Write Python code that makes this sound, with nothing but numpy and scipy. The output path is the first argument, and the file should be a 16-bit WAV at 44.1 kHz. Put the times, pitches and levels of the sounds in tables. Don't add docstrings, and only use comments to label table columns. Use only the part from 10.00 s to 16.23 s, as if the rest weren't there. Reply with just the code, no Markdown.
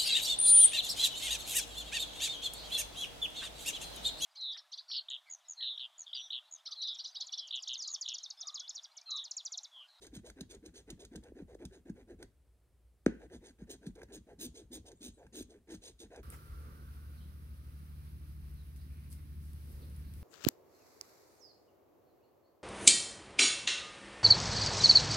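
import sys
import numpy as np
from scipy import signal
from scipy.fft import rfft, irfft, next_fast_len
from scipy.io import wavfile
from scipy.ndimage import uniform_filter1d

SR = 44100
rng = np.random.default_rng(int(sys.argv[2]) if len(sys.argv) > 2 else 0)


def unload_wav(signal):
    wavfile.write(
        sys.argv[1],
        SR,
        np.round(np.clip(np.atleast_2d(signal).T, -1, 1) * 32767).astype(np.int16),
    )


N = 274743
TIME = np.arange(N) / SR
USUAL_FORCE_DB, USUAL_HISS_DB = -55, -60

# start t/s, force as rumble level/dB, nominal mid-stroke f/Hz
STROKES = [ (.006, -58, 378), (.113, -53, 280), (.228, -56, 457), (.353, -53.5, 291), (.484, -57, 389),
           (.620, -55.5, 296), (.727, -61, 361), (.864, -52.5, 298), (.972, -58, 393), (1.108, -51, 306),
           (1.220, -58, 438), (1.345, -52.5, 303), (1.470, -58, 440), (1.584, -50, 323), (1.695, -60, 371),
           (1.848, -54, 290), (1.945, -59, 400), (2.069, -54, 342), (2.178, -55, 342), (3.190, -56, 430),
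           (3.293, -52, 319), (3.405, -59, 364), (3.580, -58, 275), (3.664, -55, 372), (3.807, -53, 290),
           (3.950, -55, 445), (4.077, -53, 307), (4.264, -56, 462), (4.377, -50, 265), (4.532, -59, 367),
           (4.699, -52.5, 305), (4.835, -57.5, 456), (4.995, -53.5, 265), (5.165, -57, 490),
           (5.318, -52, 290), (5.478, -61, 369), (5.668, -52, 315), (5.808, -60, 436), (5.990, -56, 326),
           (6.098, -52, 510)]
# t/s, peak level/dB, f/Hz
KNOCKS = [(.170, -41, 183), (.411, -38, 218), (.926, -43, 190), (1.158, -41, 220), (1.320, -43, 380),
          (1.422, -39, 245), (1.551, -41, 460), (1.654, -43, 190), (1.898, -32, 231), (3.620, -38, 223),
          (3.703, -42, 380), (3.869, -33, 202), (4.031, -42, 480), (5.408, -36, 330), (5.743, -41, 261)]
# t/s, thump level/dB, thump f/Hz, crack level/dB, crack f/Hz, skid level/dB, sway level/dB
TAP = (3.0634, -12.6, 322, -23.5, 1750, -55.5, -40)
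# f/Hz, level/dB
CARD = [(500, -16), (900, -4), (1200, -15), (1580, 1.5), (2050, -4), (2400, -5.5), (3000, -12), (5000, -27),
        (15000, -50)]
# f/Hz, level/dB
COATING = [(1500, -24), (2700, -8), (3550, 0), (4500, -5), (5600, -7.5), (6700, 2), (7300, -6), (8050, -9),
           (8400, 2), (9600, -12), (10700, -7), (12100, -20), (13200, -6), (15500, -22)]


def rubbing():
    pace, slide, sway, rasp = stroke_envelopes()
    rumble = board_rumble(pace, slide) + table_rocking(sway)
    chatter = undb(2.2 * walk(300) + 1.2 * walk(70))
    card = ring(rasp * chatter * grit(3000, 3), CARD)
    return rumble + card + coating_hiss(rasp, chatter)


def stroke_envelopes():
    # t/s, level/dB
    rasp_levels = [(0, -70.5), (2.2, -72), (3.35, -68), (4, -70.5), (5.1, -78), (5.35, -70), (5.5, -76),
                   (5.72, -67), (6, -74), (6.15, -66)]
    pace, slide, sway, rasp = np.zeros((4, N))
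    for (start, board_db, hz), length in zip(STROKES, stroke_lengths()):
        near = slice(max(int((start - .1) * SR), 0), int((start + length + .1) * SR))
        t = TIME[near] - start
        progress = np.clip(t / length, 0, 1)
        speed = 4 * progress * (1 - progress)
        force_db = board_db - USUAL_FORCE_DB
        card_db = np.interp(start + length / 2, *np.transpose(rasp_levels)) + .36 * force_db
        lean_db = 1.5 + .9 * force_db
        pace[near] += hz * speed ** .45 * (1.3 - .42 * progress)
        slide[near] += undb(board_db + lean_db * (progress - .5)) * speed ** .8
        sway[near] += undb(board_db) * np.exp(-((t - length + .008) / .04) ** 2)
        rasp[near] += undb(card_db) * speed * (1.2 - .4 * progress)
    return pace, slide, sway, rasp


def stroke_lengths(usual_beat_s=.12, usual_stroke_s=.096, slowest_beat_s=.163, rest_s=.4):
    beat = np.diff([row[0] for row in STROKES], append=TIME[-1] + .06)
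    beat = np.where(beat > rest_s, usual_beat_s * .85, np.minimum(beat, slowest_beat_s))
    return usual_stroke_s * (beat / usual_beat_s) ** .78


def board_rumble(pace, slide, bump_hz=400):
    # f/Hz, level/dB
    board_spectrum = [(60, -8), (120, -5), (240, 2), (460, 0), (570, -6), (690, -3), (950, -7), (1250, -19),
                      (2500, -45)]
    bumps = signal.lfilter(*signal.iirpeak(bump_hz, Q=2.4, fs=SR), rng.standard_normal(N))
    surface = lowpass(highpass(bumps, 240), 900)
    position = np.cumsum(np.maximum(pace / bump_hz, .25)) % N
    passing = np.interp(position, np.arange(N), surface)
    halt = np.clip(.7 * place((s, burst(.02)) for s, _, _ in KNOCKS), 0, 1)
    return slide * (1 - halt) * unit(ring(passing, board_spectrum))


def table_rocking(sway):
    # f/Hz, level/dB
    table_spectrum = [(25, -32), (57, 0), (78, -10), (130, -20), (230, -22), (700, -70)]
    return undb(-1.5) * sway * ring(rng.standard_normal(N), table_spectrum)


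def coating_hiss(rasp, chatter, bare_card_db=-3.5, dust_db=-6):
    bite, fine = bite_envelopes()
    tearing = np.sqrt(chatter) * grit(12000, 3)
    hiss = lowpass(ring((bite + undb(bare_card_db) * rasp) * tearing, COATING), 9000)
    dust = highpass(ring(fine * tearing, COATING), 9700, order=4)
    return hiss + undb(dust_db) * dust


def bite_envelopes(attack_share=.36, release_s=.013, ends_db=-6.5):
    # start t/s, duration/s, hiss level/dB
    bites = [ (.008, .044, -56.5), (.133, .036, -55), (.243, .054, -59), (.492, .035, -55),
             (.648, .026, -63), (.735, .060, -57), (.990, .035, -57), (1.718, .047, -68),
             (3.315, .053, -65), (3.435, .060, -62), (3.690, .044, -49.5), (3.855, .024, -58),
             (4.116, .052, -53), (4.385, .080, -46.5), (4.538, .066, -56), (4.711, .060, -50),
             (4.852, .040, -58), (5.001, .088, -52), (5.322, .104, -51.5), (5.494, .026, -64),
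             (5.685, .075, -59), (5.808, .094, -53.5), (5.982, .054, -55.5)]
    bite, fine = np.zeros((2, N))
    t = TIME[:SR // 4]
    for start, length, hiss_db in bites:
        force_db = [db for s, db, _ in STROKES if s < start + length / 2][-1] - USUAL_FORCE_DB
        off_centre = np.minimum(np.abs(2 * t / length - 1), 1)
        attack = np.minimum(t / (attack_share * length), 1)
        shape = attack * np.exp(-np.maximum(t - length, 0) / release_s)
        cut = place([(start, shape * undb(hiss_db + ends_db * off_centre ** 2))])
        bite += cut
        fine += cut * place([(start, shape)]) * undb(.7 * force_db + .55 * (hiss_db - USUAL_HISS_DB))
    return bite, fine


def tap():
    s, thump_db, thump_hz, crack_db, crack_hz, skid_db, sway_db = TAP
    crack = undb(crack_db) * bending_wave(crack_hz, cycles=1.05, fall=.2)
    board = undb(thump_db) * bending_wave(thump_hz, cycles=1.05, fall=1)
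    sway = undb(sway_db) * burst(.06) * np.sin(2 * np.pi * 56 * TIME[:SR // 2])
    impact = place([(s, crack), (s, board), (s, sway)])
    touch = undb(-33) * burst(.0025) + undb(skid_db - 10) * burst(.03)
    tick = place([(s - .002, touch)]) * rng.standard_normal(N)
    skid = place([(s, undb(skid_db) * burst(.05))]) * rng.standard_normal(N)
    return impact + lowpass(ring(tick, COATING), 7500) + ring(skid, CARD)


def knocks():
    return place((s, undb(db) * bending_wave(hz, cycles=1.1, fall=.45)) for s, db, hz in KNOCKS)


def bending_wave(hz, cycles, fall):
    age = TIME[:SR // 10] * hz / cycles
    turns = cycles * (1 + fall) / fall * np.log1p(fall * age)
    return age ** 2 * np.exp(2 * (1 - age)) * np.sin(2 * np.pi * turns)


def snaps():
    # t/s, crackle level/dB, card flick level/dB
    flakes = [(.045, -62, -55), (.067, -55, -62), (.166, -55, -61), (.300, -56, -54), (.408, -47, -57),
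              (.547, -59, -68), (.660, -53, -63), (.902, -47, -61), (1.050, -54, -60), (1.158, -49.5, -57),
              (1.236, -61, -70), (1.546, -65, -65), (1.652, -51, -59), (1.896, -63, -57), (2.226, -51, -50),
              (3.866, -59, -55), (3.953, -63, -70), (4.016, -66, -51), (4.031, -57, -56), (4.917, -60, -65),
              (5.266, -72, -61), (5.748, -55, -62), (6.160, -59, -58)]
    crackle = grit(12000, 1)
    release = place((s, undb(db) * burst(.005)) for s, db, _ in flakes)
    flake = uniform_filter1d(release, size=130) * crackle
    flick = place((s, undb(db) * burst(.0045)) for s, _, db in flakes) * crackle
    return lowpass(undb(4) * ring(flake, COATING) + highpass(flake, 2500), 9500) + ring(flick, CARD)


def scratcher_ring():
    # f/Hz, level/dB, 60 dB decay time/s
    modes = [(1480, -62, .5), (1560, -62, .45), (1715, -63, .25)]
    t = TIME[:SR // 2]
    ringing = sum(undb(db) * burst(t60 / np.log(1000)) * np.sin(2 * np.pi * hz * t)
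                  for hz, db, t60 in modes)
    return place([(TAP[0], ringing)]) * undb(2 * walk(70))


def squeaks():
    # start t/s, end t/s, lowest f/Hz, highest f/Hz, level/dB
    glides = [(4.955, 5.025, 6900, 7250, -73), (5.112, 5.208, 6200, 8100, -70)]
    # frequency ratio, level/dB
    partials = [(.5, -12), (1, 0), (1.2, -10)]
    whistles = []
    for start, end, low_hz, high_hz, db in glides:
        speed = np.sin(np.linspace(0, np.pi, int((end - start) * SR))) ** 1.4
        hz = (low_hz + (high_hz - low_hz) * speed) * (1 + .012 * walk(1200)[:len(speed)])
        phase = 2 * np.pi * np.cumsum(hz) / SR
        tone = sum(undb(db + partial_db) * np.sin(ratio * phase) for ratio, partial_db in partials)
        whistles.append((start, speed ** .3 * tone))
    return place(whistles) * undb(2.5 * walk(300))


def ports(x):
    # f/Hz, phase/rad
    phase_lead = [(250, 0), (700, .6), (1300, .4), (1800, 1), (3000, 3.2), (4000, 1.9), (4700, 4),
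                  (6550, 4.9), (7400, 2.9), (8500, 1), (11700, -3.1), (15000, -7.5)]
    # f/Hz, level/dB
    balance = [(1600, .3), (2600, -4), (3900, -1), (5200, -4), (6600, .4)]
    size = next_fast_len(N, real=True)
    hz, spectrum = np.fft.rfftfreq(size, 1 / SR), rfft(x, size)
    lead = np.interp(hz, *np.transpose(phase_lead))
    tilt = undb(along(balance, hz) / 2)
    return irfft(np.array([spectrum * tilt * np.exp(1j * lead), spectrum / tilt]), size)[:, :N]


def hand_echo(x, lag_s=.0008, swing=.2, share=.36):
    treble, position = highpass(x, 1400), walk(9)
    lags = [lag_s * (1 + swing * position + .05 * walk(9)) for _ in range(2)]
    return share * np.array([np.interp(TIME - lag, TIME, side) for lag, side in zip(lags, treble)])


def room(x, t60=.42, early_t60=.11, early_db=10, wet_db=-14.5):
    t = TIME[:SR // 2]
    fade = undb(-60 * t / t60) + undb(early_db - 60 * t / early_t60)
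    tails = rng.standard_normal((3, len(t))) * fade * (t > .012)
    tails /= np.linalg.norm(tails, axis=1, keepdims=True)
    wet = signal.fftconvolve(x[None], tails, axes=1)[:, :N]
    return undb(wet_db) * (lowpass(wet[0], 500) + lowpass(highpass(wet[1:], 300, order=1), 8000))


def background():
    # f/Hz, level/dB
    room_tone = [(25, -20), (57, 0), (110, -9), (220, -22), (420, -19.5), (900, -32), (6500, -44),
                 (9000, -38), (15500, -47)]
    common, side = (ring(rng.standard_normal(N), room_tone) for _ in range(2))
    hum = undb(-68 + 2.5 * walk(6)) * np.sin(2 * np.pi * 59.2 * TIME)
    rumble = undb(-71.5) * common + undb(-84) * side * np.array([[1], [-1]])
    return rumble + hum + undb(-90.5) * rng.standard_normal((2, N))


def ring(x, spectrum, size=2048):
    cepstrum = irfft(np.log(undb(along(spectrum, np.fft.rfftfreq(size, 1 / SR)))))
    cepstrum[1:size // 2] *= 2
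    cepstrum[size // 2 + 1:] = 0
    response = irfft(np.exp(rfft(cepstrum)))
    return signal.oaconvolve(x, response / np.linalg.norm(response))[:N]


def grit(rate, spread_db):
    chance, size = rng.random(N), rng.standard_normal(N)
    return unit((chance < rate / SR) * size * undb(spread_db * np.minimum(np.abs(size), 2)))


def walk(rate, size=8192):
    return unit(np.interp(TIME * rate, np.arange(size), rng.standard_normal(size)))


def burst(decay_s):
    return np.exp(-TIME[:SR // 2] / decay_s)


def place(sounds):
    track = np.zeros(N + SR)
    for start, x in sounds:
        i = max(int(start * SR), 0)
        track[i:i + len(x)] += x
    return track[:N]


def lowpass(x, hz):
    return signal.sosfilt(signal.butter(2, hz, fs=SR, output="sos"), x)


def highpass(x, hz, order=2):
    return signal.sosfilt(signal.butter(order, hz, "high", fs=SR, output="sos"), x)


def along(points, hz):
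    f, value = np.transpose(points)
    return np.interp(np.log(hz + 1), np.log(f), value)


def undb(db):
    return np.exp(np.asarray(db) * np.log(10) / 20)


def unit(x):
    return x / np.sqrt(np.mean(x ** 2))


def scene():
    ticket = rubbing() + knocks() + snaps() + tap() + scratcher_ring() + squeaks()
    direct = ports(ticket)
    return direct + hand_echo(direct) + room(ticket) + background()


def record(dry):
    return signal.sosfilt(signal.ellip(10, .2, 70, 15750, fs=SR, output="sos"), dry)


dry = scene()
out = record(dry)
unload_wav(out)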